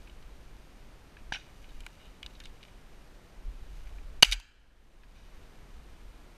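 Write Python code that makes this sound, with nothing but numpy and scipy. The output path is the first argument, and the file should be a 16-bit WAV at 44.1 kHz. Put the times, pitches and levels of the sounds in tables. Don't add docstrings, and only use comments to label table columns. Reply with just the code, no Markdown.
import sys
import numpy as np
from scipy import signal
from scipy.fft import rfft, irfft
from scipy.io import wavfile
from scipy.ndimage import uniform_filter1d

SR = 44100
rng = np.random.default_rng(int(sys.argv[2]) if len(sys.argv) > 2 else 0)


def nominal_scale(level):
    x = np.asarray(level, float) / 20
    return 10 ** x


def unload_wav(signal):
    wavfile.write(
        sys.argv[1],
        SR,
        np.round(np.clip(np.atleast_2d(signal).T, -1, 1) * 32767).astype(np.int16),
    )


N = 280901

# pitch_hz, width_hz, level_db
HOUSING_MODES = [(200, 170, -10), (850, 350, -5), (1600, 330, -5.5), (2410, 410, -0.5), (2890, 300, -0.5),
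                 (3700, 570, -2.5), (4640, 480, -6.5), (5880, 900, -6.5), (6500, 900, -22.5),
                 (7350, 430, -20), (8300, 190, -22.5), (9900, 1300, -17), (10950, 2300, -22.5),
                 (13000, 4600, -32.5)]
# start_s, level_db, length_ms, strongest pitch_hz, fall_db_per_octave
BLAST_FRONTS = [
    (4.22595, 0, .05, 3000, 1.5),
]
# start_s, level_db, length_ms
PUSHES = [
    (1.322, -35.5, 1.1),
    (4.2292, -1, 0.19),
    (4.2297, -13, 0.54),
]
# start_s, peak_db, hold_ms, t60_ms, pitch_hz
PANEL_RINGS = [(1.3216, -29, 1.1, 8.9, 850), (1.322, -24.5, 1.6, 9.7, 1630), (1.323, -42, 2.2, 25, 4750),
               (1.3345, -45, 4.2, 30, 5730), (1.3465, -43, 4, 30, 5560), (4.22654, -13, 1.1, 5, 2890),
               (4.22862, -2.5, 2.5, 8, 2890), (4.2292, -6.5, 2.1, 8, 4580), (4.2461, -8, 0, 7, 2890),
               (1.8648, -48.5, 2.5, 14, 960), (4.398, -41.5, 1, 18, 950), (2.3535, -61, 2.2, 22, 4530),
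               (2.3625, -61, 4.5, 30, 3800), (2.4455, -60, 4.5, 30, 3800)]
# start_s, level_db, t60_ms, strongest pitch_hz
OWN_SHOT = [
    (4.22, -53.5, 22, 3500),
    (4.2241, -10, 36, 5600),
    (4.2266, -17.5, 20, 4000),
    (4.2286, -5.5, 24, 2600),
    (4.2335, -14, 7, 3600),
    (4.2372, -19, 11, 2000),
    (4.2462, -16, 20, 4000),
    (4.2488, -19, 38, 3600),
]
# start_s, level_db, t60_ms,
# strongest pitch_hz, fall_db_per_octave
FAR_SHOT = [
    (1.322, -32.5, 32, 2900, 23),
    (1.322, -36, 39, 4700, 2),
    (1.3345, -34, 62, 2970, 13),
    (1.334, -52, 52, 5000, 13),
    (1.3405, -36, 50, 2500, 25),
    (1.347, -37.5, 36, 1200, 26),
    (1.355, -34, 32, 2900, 34),
    (1.36, -42, 55, 1300, 13),
    (1.325, -46, 410, 2400, -0.5),
]
# start_s, level_db, t60_ms, strongest pitch_hz, fall_db_per_octave
FIELD_ECHOES = [
    (4.237, -27, 160, 3374, 0.65),
    (4.245, -33.5, 700, 2600, 3),
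    (4.25, -35.5, 850, 1654, 10),
    (4.25, -34, 650, 5400, 4),
]
# start_s, level_db, t60_ms, strongest pitch_hz, fall_db_per_octave
ACTION = [
    (4.3125, -21, 55, 4640, 7),
    (4.3214, -8, 26, 3800, 9),
    (4.327, -13, 36, 4300, 6),
    (4.336, -27, 47, 2300, 0),
    (4.3985, -35, 24, 6000, 3),
    (5.032, -48.5, 27, 1500, 10),
    (5.043, -60, 25, 3515, 0.51),
]
# start_s, level_db, t60_ms, strongest pitch_hz, extra treble_db
CLICKS = [(0.225, -52.5, 20, 2900, 8), (1.8046, -44.5, 19, 3000, 21), (1.864, -34, 14, 1850, 22),
          (2.2289, -31.5, 11, 2900, 5), (2.262, -32.5, 13.5, 3740, 0), (2.4012, -38.5, 15, 3800, 8),
          (2.437, -47, 30, 3700, 15), (2.4551, -38, 23, 3100, 10), (2.6288, -41.5, 12, 3000, -6),
          (2.6358, -45, 8, 3070, 3), (2.6503, -48.5, 10, 2800, -3), (2.682, -55, 30, 2400, 12)]
# start_s, level_db, t60_ms, strongest pitch_hz
SNAPS = [(0.072, -49, 30, 2280), (0.0954, -50, 25, 2860), (1.1675, -46, 22, 1750), (1.187, -57, 30, 2320),
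         (1.641, -52, 45, 2600), (1.6906, -56, 40, 3300), (1.7044, -60, 60, 3700), (1.835, -51, 20, 2500),
         (2.0564, -53.5, 40, 2890), (2.239, -52, 82, 2700), (2.3044, -55, 22, 2900), (2.351, -53, 39, 3930),
         (2.447, -55, 100, 3750), (2.405, -53, 60, 1600), (2.415, -54, 25, 2900), (2.4684, -52, 23, 3300),
         (2.607, -59, 70, 2500), (3.8705, -52, 18, 1980), (3.9823, -51, 26, 1970)]
# start_s, level_db, t60_ms, strongest pitch_hz,
# fall_db_per_octave
SLOW_SWELLS = [
    (1.97, -60.5, 540, 2980, 19),
    (5.13, -61.5, 800, 1974, 3.5),
]
# peak_s, peak_db, half_length_s
RUSTLE = [
    (0, -69.5, .1),
    (.45, -74, 0.3),
    (1.75, -68.5, 0.28),
    (2.4, -70.5, 0.16),
    (3.8, -68.5, .2),
    (5, -73.5, .4),
]
# peak_s, peak_db, half_length_s
GUSTS = [(0, -47.5, 0.048), (.25, -47, 0.14), (.52, -48.5, .1), (.86, -50.5, 0.13), (1.28, -44.5, .07),
         (1.79, -40.5, 0.041), (1.7, -48, 0.14), (2.09, -49.5, 0.032), (2.26, -48, 0.027),
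         (2.37, -49.5, 0.046), (2.49, -45.5, 0.056), (2.8, -51, 0.088), (2.95, -49.5, .06),
         (3.12, -51.5, 0.086), (3.48, -34, 0.024), (3.41, -44.5, 0.04), (3.6, -42, 0.056), (3.88, -41, 0.2),
         (4.17, -42, 0.14), (4.6, -47, 0.21), (5, -47.5, .2), (5.35, -48, .12), (5.61, -48.5, 0.039),
         (5.77, -45.5, .06), (5.92, -47.5, .04), (6.06, -45, 0.039), (6.2, -52, .12)]
# pitch_hz, level_db (per Hz)
THUMP_SPECTRUM = [(5.9, -29.5), (10, 1), (23, -2), (47, -1.5), (61, -13), (86, -25), (130, -30), (170, -60),
                  (290, -120)]
# pitch_hz, level_db, wobble_radians, wobble_rate_hz
WHINES = [
    (5846, -88, 0, 30),
    (8780, -83, 0, 30),
    (11712, -83.5, 1.1, 29),
]
# pitch_hz, level_db (per Hz)
HISS_SPECTRUM = [(41, -29.5), (70, -2), (90, -6.5), (230, -10), (800, -17.5), (1700, -21), (3500, -27),
                 (6000, -33), (8500, -38), (11000, -42), (13000, -42.5), (15400, -53.5)]
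# time_s, level_db
HUSH = [
    (4.207, 0),
    (4.21, -14),
    (4.226, -14),
    (4.23, 0),
]


def evened(x):
    return x / np.sqrt(np.mean(x ** 2) + 1e-20)


def add(mix, start_s, sound):
    part = mix[round(start_s * SR):][:len(sound)]
    part += sound[:len(part)]


def curve(rows):
    return np.interp(np.arange(N) / SR, *np.transpose(list(rows)))


def coloured(spectrum):
    hz = np.fft.rfftfreq(N, 1 / SR)
    point_hz, level_db = np.transpose(spectrum)
    gain = nominal_scale(np.interp(np.log(hz + 1), np.log(point_hz + 1), level_db))
    return evened(irfft(rfft(rng.standard_normal(N)) * gain, N))


def swells(rows, bed_db):
    t = np.arange(N) / SR
    power = nominal_scale(bed_db) ** 2
    for peak_s, peak_db, half_s in rows:
        power = power + nominal_scale(peak_db) ** 2 * np.exp(-((t - peak_s) / half_s) ** 2)
    return np.sqrt(power)


def mode(x, hz, width_hz):
    r = np.exp(-np.pi * width_hz / SR)
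    feedback = [1, -2 * r * np.cos(2 * np.pi * hz / SR), r * r]
    return signal.lfilter([(1 - r * r) / 2, 0, (r * r - 1) / 2], feedback, x)


def housing(x, centre_hz=2400, fall_db=3):
    out = 0
    for hz, width_hz, level_db in HOUSING_MODES:
        gain = nominal_scale(level_db - fall_db * abs(np.log2(hz / centre_hz)))
        out = out + gain * mode(x, hz, width_hz)
    return out


def burst(noise, lumps, level_db, rise_ms, t60_ms, centre_hz, fall_db, treble_db=0, blur=1):
    scatter_db, bass_loss_db, treble_dies = 1.5, -7, 0.36
    t_ms = np.arange(int((rise_ms + 1.2 * t60_ms + 15) * SR / 1000)) / SR * 1000
    rise = np.sin(np.pi / 2 * np.minimum(t_ms / rise_ms, 1)) ** 2
    after_ms = np.maximum(t_ms - rise_ms, 0)
    drive = noise[:len(t_ms)] * nominal_scale(scatter_db * lumps[:len(t_ms)])
    out, power = 0, 0
    for hz, width_hz, mode_db in HOUSING_MODES:
        mode_db = mode_db - fall_db * abs(np.log2(hz / centre_hz))
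        mode_db = mode_db + treble_db * (hz > 6000) + bass_loss_db * (hz < 1200)
        share = nominal_scale(mode_db) * np.sqrt(width_hz)
        shape = rise * nominal_scale(-60 * after_ms / t60_ms * (hz / 3000) ** treble_dies)
        ring = mode(drive * shape, hz, blur * width_hz)
        ring = mode(ring, hz, blur * width_hz)
        out = out + share * ring * np.linalg.norm(shape) / np.linalg.norm(ring)
        power += share ** 2
    return nominal_scale(level_db) * out / np.sqrt(power)


def bursts(rows):
    out = np.zeros(N)
    noise = rng.standard_normal(N + 2 * SR)
    lumps = evened(uniform_filter1d(rng.standard_normal(N + 2 * SR), 90))
    for k, (start_s, *settings) in enumerate(rows):
        first = round(start_s * 100) * SR // 100 + 97 * k
        add(out, start_s, burst(noise[first:], lumps[first:], *settings))
    return out


def swelling(rows, *colour):
    timed = []
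    for start_s, level_db, t60_ms, *own in rows:
        rise_ms = .45 + .018 * t60_ms
        timed.append((start_s, level_db, rise_ms, t60_ms, *own, *colour))
    return bursts(timed)


def blasts():
    own = swelling(OWN_SHOT, 3.5, 2, 1.3)
    far = swelling(FAR_SHOT, -5)
    field = swelling(FIELD_ECHOES, 0, 2.1)
    return own + far + field


def fronts():
    click_lag_s, click_gain_db, click_ms, click_fall_db = .0008, 1.5, .13, 11
    rows = list(BLAST_FRONTS)
    for start_s, level_db, _, hz, _ in CLICKS:
        rows.append((start_s + click_lag_s, level_db + click_gain_db, click_ms, hz, click_fall_db))
    out = np.zeros(N)
    for start_s, level_db, length_ms, centre_hz, fall_db in rows:
        u = np.arange(1500) / SR * 1000 / length_ms
        ring = housing((1 - u) * np.exp(-u), centre_hz, fall_db)
        add(out, start_s, nominal_scale(level_db) * ring / abs(ring).max())
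    return out


def pushes():
    out = np.zeros(N)
    for start_s, level_db, length_ms in PUSHES:
        u = np.arange(1500) / SR * 1000 / length_ms
        add(out, start_s, -nominal_scale(level_db) * 2 * u * (2 - u) * np.exp(-u))
    return out


def panel_rings():
    rise_ms = 1.
    t_ms = np.arange(2000) / SR * 1000
    rise = np.sin(np.pi / 2 * np.minimum(t_ms / rise_ms, 1)) ** 2
    out = np.zeros(N)
    for start_s, peak_db, hold_ms, t60_ms, hz in PANEL_RINGS:
        shape = rise * nominal_scale(peak_db - 60 * np.maximum(t_ms - rise_ms - hold_ms, 0) / t60_ms)
        add(out, start_s, shape * np.sin(2 * np.pi * hz * t_ms / 1000))
    return out


def action():
    return swelling(ACTION, 7)


def steel():
    start_s, level_db, hz, width_hz, hold_s, t60_s = 4.25, -47, 4670, 240, .06, .55
    since = np.arange(N) / SR - start_s
    hum = mode(rng.standard_normal(N), hz, width_hz)
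    hum = evened(mode(hum, hz, width_hz))
    return hum * (since > 0) * nominal_scale(level_db - 60 * np.maximum(since - hold_s, 0) / t60_s)


def ticks():
    tick_rise_ms, slow_rise_ms = .4, 36
    rows = []
    for start_s, level_db, t60_ms, hz, treble_db in CLICKS:
        rows.append((start_s, level_db, tick_rise_ms, t60_ms, hz, 11, treble_db, 1.25))
    for start_s, level_db, t60_ms, hz in SNAPS:
        rows.append((start_s, level_db, tick_rise_ms, t60_ms, hz, 19, 3))
    for start_s, level_db, *rest in SLOW_SWELLS:
        rows.append((start_s, level_db, slow_rise_ms, *rest))
    return bursts(rows)


def rustle():
    size = nominal_scale(3. * np.minimum(rng.exponential(1, N), 3.5))
    struck = rng.random(N) < 4000 / SR
    grains = rng.standard_normal(N) * size * struck
    return swells(RUSTLE, -74) * evened(housing(grains))


def sway():
    hz, start_s, peak_s, peak_db, build_s = 39, 4.2621, 4.3, -19.5, .02
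    sag_db_per_s, stop_s, stop_db_per_s = 70, 4.385, 600
    t = np.arange(N) / SR
    since = t - peak_s
    level_db = peak_db - np.where(since < 0, 4.3 * (since / build_s) ** 2, sag_db_per_s * since)
    level_db = level_db - stop_db_per_s * np.maximum(t - stop_s, 0)
    return nominal_scale(level_db) * np.sin(2 * np.pi * hz * (t - start_s))


def wind():
    thumps = coloured(THUMP_SPECTRUM)
    power = uniform_filter1d(uniform_filter1d(thumps ** 2, 2500), 2500)
    thumps /= np.sqrt(power + .05)
    return swells(GUSTS, -57.5) * thumps


def electronics():
    t = np.arange(N) / SR
    sound = nominal_scale(-58) * coloured(HISS_SPECTRUM)
    for hz, level_db, wobble, rate_hz in WHINES:
        phase = 2 * np.pi * hz * t + wobble * np.sin(2 * np.pi * rate_hz * t)
        sound = sound + np.sqrt(2) * nominal_scale(level_db) * np.sin(phase)
    return nominal_scale(curve(HUSH)) * sound


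def scene():
    shots = blasts() + fronts() + pushes() + panel_rings()
    gun = action() + steel() + ticks()
    background = rustle() + sway() + wind() + electronics()
    return (shots + gun + background)[None]


def roll_off(x):
    return signal.sosfilt(signal.butter(12, 15590, fs=SR, output="sos"), x)


def record(dry):
    duck_s, snap_s, sag_s, recover_s = 4.2322, .0023, .29, .84
    times_s = duck_s + np.cumsum([0, snap_s, sag_s, recover_s])
    gain_db = curve(zip(times_s, [0, -8, -14, 0]))
    loud = dry * nominal_scale(gain_db)
    squeezed = loud / (1 + abs(loud) ** 4) ** (1 / 4)
    low_pass = signal.firwin(255, 15600, fs=SR)
    limited = signal.oaconvolve(squeezed, low_pass[None], "same")
    return roll_off(limited)


dry = scene()
out = record(dry)
unload_wav(out)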